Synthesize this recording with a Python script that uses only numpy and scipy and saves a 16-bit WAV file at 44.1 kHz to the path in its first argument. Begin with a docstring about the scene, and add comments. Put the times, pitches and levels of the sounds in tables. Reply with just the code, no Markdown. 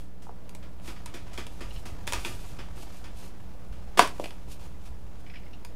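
"""Hands on a foam model airplane

Hands turn a foam model airplane, pull off its plastic nose cowl and set it down on a table.
Snaps, knocks, scuffs and squeaks are short blows and rubs that ring the plastic and the hollow foam body.
Skin and sleeves rub as shaped noise; a low rumble of noise swells while the plane is moved.
Mains hum (steady sines) and hiss lie under it; a small room echoes the taps and rubs."""
import sys
import numpy as np
from scipy import signal
from scipy.fft import rfft, irfft
from scipy.io import wavfile
from scipy.ndimage import uniform_filter1d

SR = 44100
rng = np.random.default_rng(int(sys.argv[2]) if len(sys.argv) > 2 else 0)


def ratio(d):
    """dB to gain"""
    e = np.asarray(d, float) / 20
    return 10 ** e


def digitize_waveform(pressure):
    """Quantize a signal to 16-bit integers and store it at the path in sys.argv[1].

    Rows of a 2-D input are taken as channels; values are limited to [-1, 1].
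    """
    field = np.atleast_2d(pressure).T
    bounded = np.clip(field, -1, 1)
    quanta = np.round(bounded * 32767).astype(np.int16)
    wavfile.write(sys.argv[1], SR, quanta)


N = 253734
TIME = np.arange(N) / SR  # s, whole scene
TAP_TIME = np.arange(round(SR / 8)) / SR  # s, one tap
SWING = 1 - np.exp(-TAP_TIME / 0.0012)  # soft start of a low ring


def evened(x):
    """Scales to rms 1."""
    return x / np.sqrt(np.mean(x ** 2) + 1e-20)


def read(points, hz):
    """Reads a curve between its points on a log-frequency axis."""
    f, value = np.transpose(points)
    return np.interp(np.log(hz + 1), np.log(f + 1), value)


def coloured(x, colour):
    """Filters x to the given spectrum, at rms 1."""
    hz = np.fft.rfftfreq(N, 1 / SR)
    return evened(irfft(rfft(x) * ratio(read(colour, hz)), N))


def lumps(seconds):
    """Slow random wander of rms 1: noise averaged twice over this many seconds."""
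    size = max(round(seconds * SR), 2)
    once = uniform_filter1d(rng.standard_normal(N), size)
    return evened(uniform_filter1d(once, size))


# how busily the plane is moved: (time [s], level over rest [dB])
BUSY = [(0.1, -1.5), (0.79, 3.5), (0.86, 8.5), (1.55, 13.5), (2.25, 14.5), (2.65, 12), (3.5, 6.5),
        (4.2, 10), (5.6, 5)]


def busy_db():
    """The handling curve at every sample, drawn straight from point to point."""
    return np.interp(TIME, *np.transpose(BUSY))


# steady mains tones: (frequency [Hz], rms level [dB])
HUM = [(60, -49.5), (120, -58), (180, -56.5), (240, -68), (300, -67.5), (360, -69), (420, -68)]


def hum():
    """Mains hum: steady sine tones, each starting at a random point of its cycle."""
    tones = np.zeros(N)
    for hz, db in HUM:
        tones += np.sqrt(2) * ratio(db) * np.sin(2 * np.pi * (hz * TIME + rng.random()))
    return tones


# colour of the hiss: (frequency [Hz], relative level per Hz [dB])
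HISS_COLOUR = [(41, -21), (70, -14.5), (183, -6), (205, -8), (425, -18.5), (455, -14), (546, -13.5),
               (1750, -28), (7360, -43), (16400, -42.5)]


def hiss():
    """Broad noise whose level wanders slightly around -53.5 dB."""
    level_db = -53.5 + 0.87 * lumps(0.23)
    return ratio(level_db) * coloured(rng.standard_normal(N), HISS_COLOUR)


# colour of the low shaking: (frequency [Hz], relative level per Hz [dB])
RUMBLE_COLOUR = [(12, -9), (25, 2), (40, 9), (80, 1), (110, -3.5), (170, -11.5), (300, -66)]


def rumble():
    """Lumpy low shaking that reaches the microphone: low noise that follows the handling."""
    level_db = -54.5 + busy_db() + 1.8 * lumps(0.07)
    return ratio(level_db) * coloured(rng.standard_normal(N), RUMBLE_COLOUR)


# colours of the bright and the dull friction: (frequency [Hz], relative level per Hz [dB])
RUB_BRIGHT = [(700, -26), (1500, -30), (2420, -5.5), (3690, -9), (10000, -12), (15100, -19), (16400, -64)]
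RUB_DULL = [(150, -45), (250, 0), (533, -6.5), (784, -3.5), (1350, -10.5), (2740, -17), (6000, -23),
            (7800, -25), (13200, -120)]
# airy swishes of skin and cloth: (middle [s], length [s], level of the bright part before it wavers [dB])
SWISHES = [(0.006, 0.082, -63.5), (0.878, 0.087, -58.5), (1.555, 0.12, -68), (1.755, 0.11, -63.5),
           (2.262, 0.2, -51.5), (2.463, 0.15, -60), (2.814, 0.091, -53.5), (2.953, 0.13, -64),
           (3.221, 0.12, -56.5), (4.223, 0.17, -59.5), (4.523, 0.061, -56.5), (4.632, 0.1, -65),
           (4.868, 0.044, -62.5), (5.205, 0.021, -72)]


def rubbing():
    """Dense grains of friction, bright and dull, follow the handling and swell in single swishes."""
    grain_db = 2.0 * np.minimum(rng.exponential(1, (2, N)), 5)
    grains = rng.standard_normal((2, N)) * ratio(grain_db)
    swish = np.zeros(N)
    for middle, length, db in SWISHES:
        swish += ratio(db) * np.exp(-np.abs(2 * (TIME - middle) / length) ** 2.5)  # smooth swell
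    swish *= ratio(2.2 * lumps(0.021))  # pressure wavers
    # each dB of busyness adds 0.64 dB of bright rubbing and 0.92 dB of dull
    bright = ratio(-74 + 0.64 * busy_db()) + swish
    dull = ratio(-69.5 + 0.92 * busy_db()) + ratio(-7.5) * swish
    bright *= ratio(1.5 * lumps(0.006))
    dull *= ratio(3.6 * lumps(0.0067))
    return coloured(grains[0], RUB_BRIGHT) * bright + coloured(grains[1], RUB_DULL) * dull


def ring(modes, t):
    """Adds dying sine tones, as a struck body rings; each call tunes them a little apart."""
    tune = 1 + 0.03 * rng.standard_normal(len(modes))
    total = np.zeros(len(t))
    for (hz, t60, db), k in zip(modes, tune):
        total += ratio(db - 60 * t / t60) * np.sin(2 * np.pi * hz * k * t)
    return total


def excite(drive, body):
    """Lets a blow or a rub set a body ringing."""
    return signal.fftconvolve(drive, body)[:len(drive)]


def add(mix, s, db, sound):
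    """Lays a sound into the mix at time s, scaled to this peak level."""
    part = mix[round(s * SR):][:len(sound)]
    part += ratio(db) * sound[:len(part)] / np.abs(sound).max()


def crack(x):
    """The wide treble of a contact, which escapes without ringing."""
    return signal.lfilter(*signal.butter(2, (1830, 10000), "band", fs=SR), x)


# ring of the thin plastic, before detuning: (frequency [Hz], time to fall 60 dB [s], relative level [dB])
PLASTIC = [(1890, 0.0023, -1), (2510, 0.0042, 0), (3140, 0.0028, 2), (4520, 0.0026, -2)]


def plastic():
    """Ring of the thin plastic: a few high tones that die in milliseconds."""
    return ring(PLASTIC, TAP_TIME)


# low thud of the body, before detuning: (frequency [Hz], time to fall 60 dB [s], relative level [dB])
THUD = [(250, 0.017, 5), (259, 0.068, -4), (336.4, 0.088, 0), (408, 0.18, -15.5)]


def thud():
    """Low thud: longer, deeper tones with a soft start."""
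    return ring(THUD, TAP_TIME) * SWING


# ring of the foam body, before detuning: (frequency [Hz], time to fall 60 dB [s], relative level [dB])
FOAM = [(674, 0.0018, 17.5), (1020, 0.0023, -2), (1230, 0.021, 1)]
# gritty scuffs of foam: (time [s], level [dB], crack over the scuff [dB], low thud over the scuff [dB])
SCUFFS = [(0.22, -53.5, 7, -5), (0.624, -45.5, -12, -10), (0.876, -34.5, -6, 0), (.96, -43.5, -18, -22),
          (1.062, -44.5, -17, -23), (1.139, -35.5, -4, 2.5), (1.269, -45.5, -7, -14),
          (1.330, -43.5, 0.5, -18), (1.378, -31, -9, -1.5), (1.606, -37, -5.5, 3.5),
          (1.854, -35.5, -2.5, -3), (2.069, -33.5, 1.5, -15), (2.138, -28.5, -8, -7.5),
          (2.252, -32, -2, 0.5), (2.586, -36.5, -13, -2), (3.04, -41.5, -5, -11), (3.724, -46, -10, -10),
          (3.973, -19, -3.5, -3.5), (3.998, -19, -8, -8.5)]


def scuffs(mix):
    """Gritty, fading noise presses on the plastic and the foam, with a crack and a thud."""
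    press = SWING * np.exp(-TAP_TIME / 0.035)
    for s, db, crack_db, thud_db in SCUFFS:
        grit_db = 2.58 * rng.exponential(1, len(TAP_TIME)).clip(0, 4)
        grit = press * rng.standard_normal((3, len(TAP_TIME))) * ratio(grit_db)
        add(mix, s, db, excite(grit[0], plastic()))
        add(mix, s, db - 3.5, excite(grit[1], ring(FOAM, TAP_TIME)))
        add(mix, s, db + crack_db, crack(grit[2]))
        add(mix, s + 0.00508, db + thud_db, thud())  # the thud lags a little


def contact(mix, s, plastic_db, hollow_db, hollow_hz, crack_db):
    """A hard contact rings the plastic and the hollow; a wide crack escapes at once."""
    blow = 0.085 * rng.standard_normal((2, len(TAP_TIME))) * np.exp(-TAP_TIME / 0.0042)  # loose parts rattle on
    blow[:, 0] = 1  # first contact
    blow[:, round(SR * rng.uniform(0.0006, 0.0016))] -= 0.3  # rebound
    shell = plastic() * (1 - np.exp(-TAP_TIME / 0.0003))
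    add(mix, s, plastic_db, excite(blow[0], shell))
    modes = [(hollow_hz, 0.011, 0), (1.4 * hollow_hz, 0.008, -6), (0.656 * hollow_hz, 0.014, -8)]
    hollow = ring(modes, TAP_TIME) * (1 - np.exp(-TAP_TIME / 0.00135))  # swings up over a cycle
    add(mix, s, hollow_db, hollow)
    add(mix, s, crack_db, crack(blow[1]))


# hollow knocks: (time [s], level [dB], pitch before detuning [Hz], hard contact over the knock [dB])
KNOCKS = [(0.2683, -36.5, 875, -24), (0.2933, -31.5, 720, -30), (0.7988, -40.5, 600, -5),
          (3.9929, -1, 1096, 0), (3.9968, -11.5, 690, -21), (4.0232, -19, 670, 2.5),
          (4.1981, -17, 617, -13), (4.2403, -28, 514, 0), (4.2577, -31.5, 668, 3)]


def knocks(mix):
    """A contact whose hollow ring has its own pitch, over a faint low thud."""
    for s, db, hz, hard_db in KNOCKS:
        contact(mix, s, db + hard_db, db, hz, db + hard_db - 3)
        add(mix, s, db - 23.5, thud())


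# dry snaps of thin plastic: (time [s], crack level [dB], ring of the plastic over the crack [dB])
SNAPS = [(0.4935, -32.5, -8), (0.5501, -30, -7.5), (1.06, -23.5, -10), (1.377, -29, 4), (1.4676, -30, -1),
         (2.076, -19.5, 2.5), (2.1233, -15, -2), (2.134, -14, -2.5), (2.2487, -25, 7.5), (4.075, -25, -15),
         (4.2436, -31, 4.5), (4.3072, -36.5, 5.5), (5.6491, -28.5, -2.5)]


def snaps(mix):
    """A sharp crack and plastic ring; the shell answers every snap faintly near 980 Hz."""
    for s, db, ring_db in SNAPS:
        contact(mix, s, db + ring_db, db - 12, 980, db)


# short squeaky rubs: (time [s], level [dB], pitch before detuning [Hz])
SQUEAKS = [(1.706, -40.5, 2970), (1.7596, -42, 2930), (5.264, -44.5, 2240), (5.298, -40.5, 2400),
           (5.338, -41.5, 2000), (5.3565, -37.5, 2360), (5.37, -44.5, 3000), (5.4336, -47, 2200),
           (5.4622, -48.5, 2190), (5.532, -44, 2960)]


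def squeaks(mix):
    """Fading noise of tiny slips excites a few high tones."""
    for s, db, hz in SQUEAKS:
        slips = rng.standard_normal(len(TAP_TIME)) * np.exp(-TAP_TIME / 0.0099)
        tones = ring([(hz, 0.006, 0), (1.3 * hz, 0.004, -4), (5050, 0.006, -13)], TAP_TIME)
        tones *= 1 - np.exp(-TAP_TIME / 0.0004)
        add(mix, s, db, excite(slips, tones))


def taps():
    """All scuffs, knocks, snaps and squeaks; such small bodies give no bass."""
    mix = np.zeros(N)
    scuffs(mix)
    knocks(mix)
    snaps(mix)
    squeaks(mix)
    return signal.sosfilt(signal.butter(4, 210, "high", fs=SR, output="sos"), mix)


# how fast the echoes die: (frequency [Hz], time to fall 60 dB [s])
ROOM = [(200, 0.3), (1000, 0.2), (4000, 0.2), (16000, 0.19)]


def room(x):
    """Sparse echoes dying by band; three tails take turns so that like taps do not echo alike."""
    first, gap, length = 160, 20, SR // 2  # samples
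    echoes = np.zeros((3, length))
    starts = np.arange(first, length - gap, gap)
    at = starts + rng.integers(0, gap, (3, len(starts)))  # one echo at random in each gap
    np.put_along_axis(echoes, at, rng.choice([-1., 1.], at.shape), 1)
    hz, t, z = signal.stft(echoes, SR, nperseg=256)
    fade = ratio(-60 * t / read(ROOM, hz)[:, None])
    tails = signal.istft(z * fade, SR, nperseg=256)[1]
    tails[:, :first] = 0  # silence before the first echo
    turn = 2 * np.pi * (3 * TIME + np.arange(3)[:, None] / 6)
    shares = np.sqrt(2 / 3) * np.abs(np.cos(turn))  # squares add to 1
    wet = signal.oaconvolve(x * shares, tails / np.linalg.norm(tails[0]), axes=1)
    return wet[:, :N].sum(0)


def scene():
    """Hands and parts in the room, over the rumble, hum and hiss."""
    near = taps() + rubbing()
    mix = near + ratio(-6.5) * room(near) + rumble() + hum() + hiss()
    return mix[None]


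def band_limit(x):
    """A steep low-pass at the top of the band."""
    return signal.sosfilt(signal.butter(12, 16520, fs=SR, output="sos"), x)


def record(dry):
    """The recorder's constant offset, a hard ceiling and floor, then a low-pass near 15.9 kHz."""
    limited = np.clip(dry + 0.027, -0.9, 0.98)
    low_pass = signal.firwin(255, 15900, window=("kaiser", 9), fs=SR)[None]
    finished = signal.oaconvolve(limited, low_pass, "same")
    return band_limit(finished)


dry = scene()
out = record(dry)
digitize_waveform(out)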